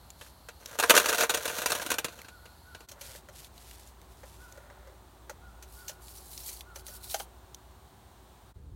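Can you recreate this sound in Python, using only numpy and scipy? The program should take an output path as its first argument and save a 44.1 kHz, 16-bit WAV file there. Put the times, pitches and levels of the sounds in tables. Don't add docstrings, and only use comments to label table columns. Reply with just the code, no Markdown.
import sys
import numpy as np
from scipy import signal
from scipy.fft import rfft, irfft, next_fast_len
from scipy.io import wavfile
from scipy.ndimage import uniform_filter1d

SR = 44100
rng = np.random.default_rng(int(sys.argv[2]) if len(sys.argv) > 2 else 0)


def put_to_file(sound):
    columns = np.atleast_2d(sound).T
    safe = np.clip(columns, -1, 1)
    whole_steps = np.round(safe * 32767)
    wavfile.write(sys.argv[1], SR, whole_steps.astype(np.int16))


N = 386051
TIME = np.arange(N) / SR
HIT_TIME = TIME[:SR // 8]

# frequency_hz, gain_db
AIR_SPECTRUM = [(30, -14.5), (75, -0.5), (161, -11.5), (461, -18.5), (889, -14.5), (2410, -30),
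                (3870, -26.5), (4420, -29), (4910, -33), (9220, -30.5), (10500, -35.5), (16000, -32.5)]
FLAME_SPECTRUM = [(25, -7.5), (65, 0), (210, -24.5), (480, -29), (600, -45.5)]
CLOTH_SPECTRUM = [(1400, -1), (3600, 4.5), (12600, 3), (16000, -7)]
CHARCOAL_SPECTRUM = [(2100, -7), (3900, -4), (4800, -7), (6200, 0.5), (9000, 4.5), (12700, 3.5),
                     (15700, -1)]
CLASH_SPECTRUM = [(1200, -20.5), (2050, -5), (2500, -3), (4200, 0.5), (5000, -7), (6000, 1), (7000, -2),
                  (7800, -5.5), (9000, -4.5), (12000, -4), (15500, -8.5)]
THUD_SPECTRUM = [(190, -16), (450, -1), (800, -11), (1550, 0.5), (2000, -7)]

# pitch_hz, bandwidth_hz, gain_db
DRONE_BANDS = [(372.4, 16.3, 9.5), (720, 167, 1), (1017, 480, -4.5)]
INSECT_BANDS = [(4250, 340, 0.5), (11570, 1000, -5.5)]
LOG_MODES = [(610, 110, -2), (810, 70, 2), (1420, 200, -10), (3100, 250, -11)]
PLIER_MODES = [(3180, 120, -5), (3950, 180, 1), (6250, 600, -2), (8850, 800, 0)]
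HELD_CAN_MODES = [(540, 60, 2), (605, 70, -2), (850, 150, -11), (1420, 140, -8), (1850, 260, -12)]
CAN_MODES = [(466, 42, 4.5), (590, 60, 3), (698, 45, 0), (912, 35, 0), (1013, 40, -1.5), (1190, 70, -3.5),
             (1393, 100, -1), (1530, 140, 0.5), (1741, 40, -5), (1875, 30, -6)]
CLIP_MODES = [(2349, 35, -1), (2470, 70, -2), (2650, 100, 3), (2822, 50, -1), (3525, 40, 0), (3885, 50, -1),
              (6874, 130, -1), (8235, 30, 1), (9265, 55, -2), (9690, 100, -2)]

# time_s, level_db
AIR_LEVELS = [(8.5, -56.5), (8.56, -64)]
HUM_LEVELS = [(2.7, -60.5), (3.3, -55), (7, -51.5), (7.8, -57.5)]
DRONE_LEVELS = [(2.8, -66.5), (7, -61.5), (8.52, -68)]
FLAME_LEVELS = [(8.53, -74.5), (8.56, -47), (8.72, -44)]
FLOW_LEVELS = [(0.6, -59.5), (0.77, -47.5), (0.88, -43.5), (1.0, -34.5), (1.22, -32.5), (1.28, -48.5),
               (1.4, -41), (1.8, -40), (2.0, -88), (2.14, -56), (2.32, -84)]

# start_s, end_s, level_db
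CLOTH_SWISHES = [(0.16, 0.33, -55.5), (2.98, 3.22, -48), (3.31, 3.49, -51), (3.5, 3.95, -55.5),
                 (3.95, 4.7, -61.5)]
CHARCOAL_SHOVES = [(5.64, 5.98, -53), (5.99, 6.32, -50), (6.25, 6.64, -45), (6.74, 6.83, -50),
                   (6.84, 7.0, -44.5), (6.99, 7.26, -42.5)]
LOAD_RATTLES = [(2.9, 3.2, -57.5), (4.45, 5.0, -59.5)]

# start_s, level_db
BIRD_CALLS = [(1.88, -49), (2.28, -54.5), (2.64, -54), (4.38, -53.5), (5.405, -55.5), (5.75, -54),
              (6.64, -54), (6.88, -58)]
# start_s, level_db, pitch_hz
WOOD_SNAPS = [(0.1037, -26, 7100), (0.6595, -19, 5800), (2.217, -26.5, 2170), (3.446, -29, 3840),
              (3.579, -31.5, 4000), (3.712, -30, 2900), (3.875, -36, 7000), (4.0157, -37, 2990),
              (4.5239, -31, 6540), (6.082, -31.5, 4100), (6.3776, -21.5, 5750), (6.436, -30, 6000),
              (6.6085, -23, 3860), (6.795, -35, 5150), (6.8667, -23, 9100), (7.043, -30, 3970),
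              (7.0998, -26, 3800), (7.546, -23.5, 5840)]
# start_s, clash_db
STRAY_WEIGHTS = [(0.211, -36), (0.262, -45.5), (0.486, -33.5), (2.083, -33.5), (2.189, -38.5), (2.246, -41),
                 (2.284, -38), (2.455, -41), (2.748, -36.5), (2.805, -41.5)]
# start_s, clash_db
WEIGHT_DROPS = [(0.788, -18), (0.798, -13), (0.826, -18), (0.8965, -4), (0.9506, -9.5), (0.965, -6.5),
                (0.9759, -5), (0.998, -16.5), (1.058, -15.5), (1.0863, -15.5), (1.0933, -16.5),
                (1.127, -17.5), (1.1458, -18), (1.1817, -20), (1.2084, -12), (1.224, -18), (1.295, -14),
                (1.303, -15.5), (1.3384, -21.5), (1.345, -14), (1.372, -21.5), (1.454, -19.5),
                (1.478, -20.5), (1.495, -25.5), (1.5838, -22.5), (1.6179, -21), (1.6592, -13),
                (1.7021, -18), (1.719, -13.5), (1.7507, -20.5), (1.817, -35), (1.863, -23), (1.903, -17),
                (1.916, -15), (1.94, -23.5), (1.984, -16.5), (2.045, -18)]
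# start_s, contact_db, body_db
PLIER_KNOCKS = [(2.887, -29.5, -65), (2.9143, -29.5, -53.5), (3.0114, -25.5, -53), (3.1494, -51, -50.5),
                (3.2864, -38.5, -49.5), (4.2327, -44, -47), (4.574, -43.5, -48), (4.7, -50, -50.5),
                (4.872, -46.5, -52.5), (5.2955, -28.5, -40.5), (5.6243, -32, -57), (5.881, -20.5, -65),
                (5.894, -25.5, -47), (6.4883, -25.5, -60), (6.758, -27, -49.5), (6.8823, -31, -51)]
LOG_LANDINGS = [(7.1434, -20.5, -29), (7.1986, -30.5, -37)]
WALL_HITS = [(0.836, -17, -21), (0.905, -2.5, -13), (0.939, -19.5, -22), (1.234, -16, -23.5)]
LEVEL_DIPS = [2.869, 8.535]


def from_db(db):
    return 10 ** (np.asarray(db) / 20)


def unit_rms(x):
    return x / np.sqrt(np.mean(x ** 2) + 1e-20)


def as_hit(x):
    return x / np.sqrt(np.sum(x ** 2) / (SR / 100) + 1e-20)


def level(rows):
    times, db = np.transpose(rows)
    return np.interp(TIME, times, from_db(db), left=0, right=0)


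def held_level(rows):
    return from_db(np.interp(TIME, *np.transpose(rows)))


def strokes(rows):
    return sum(from_db(db) * np.sin(np.pi * np.clip((TIME - start) / (end - start), 0, 1))
               for start, end, db in rows)


def drift(per_s):
    knots = rng.standard_normal(4000)
    return unit_rms(np.interp(TIME * per_s, np.arange(len(knots)), knots))


def add(out, start_s, sound):
    start = int(start_s * SR)
    out[start:start + len(sound)] += sound[:N - start]


def colour(x, spectrum):
    size = next_fast_len(len(x) + SR // 10) // 2 * 2
    octave = np.log2(np.maximum(np.fft.rfftfreq(size, 1 / SR), 5))
    hz, db = np.transpose(spectrum)
    outside = np.abs(octave - np.clip(octave, np.log2(hz[0]), np.log2(hz[-1])))
    gain_db = np.interp(octave, np.log2(hz), db) - 18 * np.minimum(outside, 3)
    cepstrum = irfft(np.log(from_db(gain_db)))
    cepstrum[1:size // 2] *= 2
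    cepstrum[size // 2 + 1:] = 0
    return irfft(np.exp(rfft(cepstrum)) * rfft(x, size))[:len(x)]


def resonate(x, modes):
    out = 0
    for k, (hz, width_hz, db) in enumerate(modes):
        radius = np.exp(-np.pi * width_hz / SR)
        gain = (-1) ** k * from_db(db) * (1 - radius ** 2) / 2
        feedback = [1, -2 * radius * np.cos(2 * np.pi * hz / SR), radius ** 2]
        out = out + gain * signal.lfilter([1, 0, -1], feedback, x + 1e-18)
    return out


def random_modes(low_hz, high_hz, width_hz, count):
    return [(hz, width_hz, 0) for hz in low_hz * (high_hz / low_hz) ** rng.random(count)]


def grains(per_s, spread_db, size=N):
    born = rng.random(size) < per_s / SR
    signs = rng.choice([-1, 1], size)
    strengths = from_db(spread_db * np.minimum(rng.exponential(1, size), 4))
    return unit_rms(born * signs * strengths)


def chatter(t60_s, per_s, first):
    attack = np.minimum(.3 + HIT_TIME / .0015, 1)
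    burst = grains(per_s, 2.5, size=len(HIT_TIME)) * from_db(-60 * HIT_TIME / t60_s) * attack
    burst[0] += first
    return burst


def outdoors():
    air = held_level(AIR_LEVELS) * unit_rms(colour(rng.standard_normal(N), AIR_SPECTRUM))
    hum_gain = held_level(HUM_LEVELS) * from_db(2 * drift(27))
    hum = hum_gain * np.sin(2 * np.pi * 58.5 * TIME + .5 * drift(19))
    drone = level(DRONE_LEVELS) * unit_rms(resonate(rng.standard_normal(N), DRONE_BANDS))
    hiss = unit_rms(resonate(rng.standard_normal(N), INSECT_BANDS))
    return air + hum + drone + from_db(-65.5) * (TIME < LEVEL_DIPS[0]) * hiss


def reflections(x, tail, echo_db):
    return x + from_db(echo_db) * signal.fftconvolve(x, tail / np.linalg.norm(tail))[:N]


def yard(x, t60_s=.22):
    noise = colour(rng.standard_normal(SR), [(250, 0), (2500, 0), (14000, -16)])
    return reflections(x, noise * from_db(-60 * TIME[:SR] / t60_s), echo_db=-23)


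def bird(call_s=.125, top_s=.048, top_hz=1475, sag_hz=250, arch_s=.06, woods_t60_s=1.5):
    out, t = np.zeros(N), TIME[:int(call_s * SR)]
    arch_hz = top_hz - sag_hz * (1 - np.exp(-((t - top_s) / arch_s) ** 2))
    envelope = np.sin(np.pi * t / t[-1])
    for start_s, db in BIRD_CALLS:
        detune = .012 * rng.standard_normal()
        waver = .018 * unit_rms(uniform_filter1d(rng.standard_normal(len(t)), 120))
        phase = 2 * np.pi * np.cumsum(arch_hz * (1 + detune + waver)) / SR
        add(out, start_s, from_db(db) * envelope * np.sin(phase))
    echo_envelope = from_db(-60 * TIME[:SR] / woods_t60_s) * np.minimum(TIME[:SR] / .03, 1)
    return reflections(out, rng.standard_normal(SR) * echo_envelope, echo_db=-2)


def fire():
    out = held_level(FLAME_LEVELS) * unit_rms(colour(rng.standard_normal(N), FLAME_SPECTRUM))
    for start_s, db, pitch_hz in WOOD_SNAPS:
        crack = chatter(t60_s=.023, per_s=2300, first=7.5)
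        snap = colour(crack, CLASH_SPECTRUM) + resonate(crack, [(pitch_hz, 700, 8)])
        add(out, start_s, from_db(db - 21.5) * as_hit(snap))
    return out


def cloth():
    fibres = grains(per_s=7000, spread_db=4.5) * from_db(1.8 * drift(55))
    return strokes(CLOTH_SWISHES) * unit_rms(colour(fibres, CLOTH_SPECTRUM))


def charcoal():
    crumbs = grains(per_s=4500, spread_db=3.3) * from_db(2 * drift(45))
    pieces = random_modes(3700, 15500, width_hz=200, count=20)
    struck_piece = rng.integers(0, len(pieces), N)
    rings = sum(from_db(4.5 * drift(16)) * resonate(crumbs * (struck_piece == k), [piece])
                for k, piece in enumerate(pieces))
    grit = unit_rms(colour(crumbs, CHARCOAL_SPECTRUM)) + .6 * unit_rms(rings)
    return from_db(-2) * strokes(CHARCOAL_SHOVES) * grit


def load_rattle():
    contacts = grains(per_s=500, spread_db=2)
    return strokes(LOAD_RATTLES) * unit_rms(resonate(contacts, HELD_CAN_MODES))


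def knocks(rows, modes, clink_gain_db, body_gain_db):
    out = np.zeros(N)
    for start_s, clink_db, body_db in rows:
        contacts = chatter(t60_s=.075, per_s=5000, first=2)
        clink = colour(contacts, CLASH_SPECTRUM) + resonate(contacts, PLIER_MODES)
        body = resonate(chatter(t60_s=.055, per_s=2000, first=5), modes)
        add(out, start_s, from_db(clink_db + clink_gain_db) * as_hit(clink))
        add(out, start_s, from_db(body_db + body_gain_db) * as_hit(body))
    return out


def sliding():
    contacts = grains(per_s=1500 * from_db(5 * drift(70)), spread_db=3)
    clash = unit_rms(colour(contacts, CLASH_SPECTRUM))
    ring = unit_rms(resonate(contacts, CAN_MODES))
    return level(FLOW_LEVELS) * (from_db(-2) * clash + from_db(-3.5) * ring)


def trickle_hits(per_s=34, over_flow_db=7.5, spread_db=1.5):
    slots = np.arange(200)
    times = FLOW_LEVELS[0][0] + (slots + rng.random(len(slots))) / per_s
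    times = times[times < FLOW_LEVELS[-1][0]]
    flow_db = 20 * np.log10(np.interp(times, TIME, level(FLOW_LEVELS)) + 1e-9)
    clash_db = flow_db + over_flow_db + spread_db * rng.standard_normal(len(times))
    return [(start_s, db, db - 6) for start_s, db in zip(times, clash_db)]


def drop_hits(empty_db=-14.5, follows_clash=.82, fill_db_per_s=6, fill_start_s=1, fill_end_s=1.47):
    rows = []
    for start_s, clash_db in WEIGHT_DROPS:
        filled_s = np.clip(start_s, fill_start_s, fill_end_s) - fill_start_s
        rows.append((start_s, clash_db, empty_db + follows_clash * clash_db - fill_db_per_s * filled_s))
    return rows


def weights(rows, clash_gain_db, body_gain_db, settle_t60_s, contact_hz):
    out = np.zeros(N)
    pole = np.exp(-2 * np.pi * contact_hz / SR)
    for start_s, clash_db, body_db in rows:
        clash = as_hit(colour(chatter(settle_t60_s, per_s=7000, first=2.5), CLASH_SPECTRUM))
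        clip_ring = as_hit(resonate(chatter(t60_s=.068, per_s=8700, first=6.6), CLIP_MODES))
        own_blow = chatter(t60_s=.03, per_s=5000, first=8)
        own_ring = as_hit(resonate(own_blow, random_modes(2400, 14000, width_hz=80, count=8)))
        metal = clash + from_db(-3.5) * clip_ring + from_db(-2.5) * own_ring
        softened = signal.lfilter([1 - pole], [1, -pole], metal)
        add(out, start_s, from_db(clash_db + clash_gain_db) * softened)

        knock = chatter(t60_s=.051, per_s=3700, first=1.2)
        bump_db = -22 + 12.6 * min(start_s, 2)
        thud = as_hit(colour(knock, THUD_SPECTRUM) + resonate(knock, [(295, 200, bump_db)]))
        can_blow = chatter(t60_s=.072, per_s=2000, first=12)
        can = as_hit(resonate(can_blow, CAN_MODES + random_modes(500, 1700, width_hz=88, count=2)))
        add(out, start_s, from_db(body_db + body_gain_db) * (can + thud))
    return out


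def scene():
    pour = weights(drop_hits() + WALL_HITS, clash_gain_db=-14.5, body_gain_db=-3,
                   settle_t60_s=.064, contact_hz=20000)
    pour += sliding()
    pour += weights(trickle_hits(), clash_gain_db=-15, body_gain_db=-3.5,
                    settle_t60_s=.04, contact_hz=12000)
    stray_hits = [(start_s, db, db - 9) for start_s, db in STRAY_WEIGHTS]
    strays = weights(stray_hits, clash_gain_db=-10, body_gain_db=-4, settle_t60_s=.087, contact_hz=4120)
    pliers = knocks(PLIER_KNOCKS, HELD_CAN_MODES, clink_gain_db=-16, body_gain_db=1.5)
    logs = knocks(LOG_LANDINGS, LOG_MODES, clink_gain_db=-11, body_gain_db=.5)
    impacts = yard(pour + strays + load_rattle() + pliers + logs)
    return (impacts + cloth() + charcoal() + fire() + bird() + outdoors())[None]


def record(dry, low_hz=36, high_hz=16000, ceiling=1.3):
    for dip_s in LEVEL_DIPS:
        dry = dry * np.clip(np.abs(TIME - dip_s) / .022, .1, 1)
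    dry = signal.sosfilt(signal.butter(4, low_hz, "high", fs=SR, output="sos"), dry)
    rounded = ceiling * np.tanh(dry / ceiling)
    return signal.sosfilt(signal.ellip(12, .1, 70, high_hz, fs=SR, output="sos"), rounded)


dry = scene()
out = record(dry)
put_to_file(out)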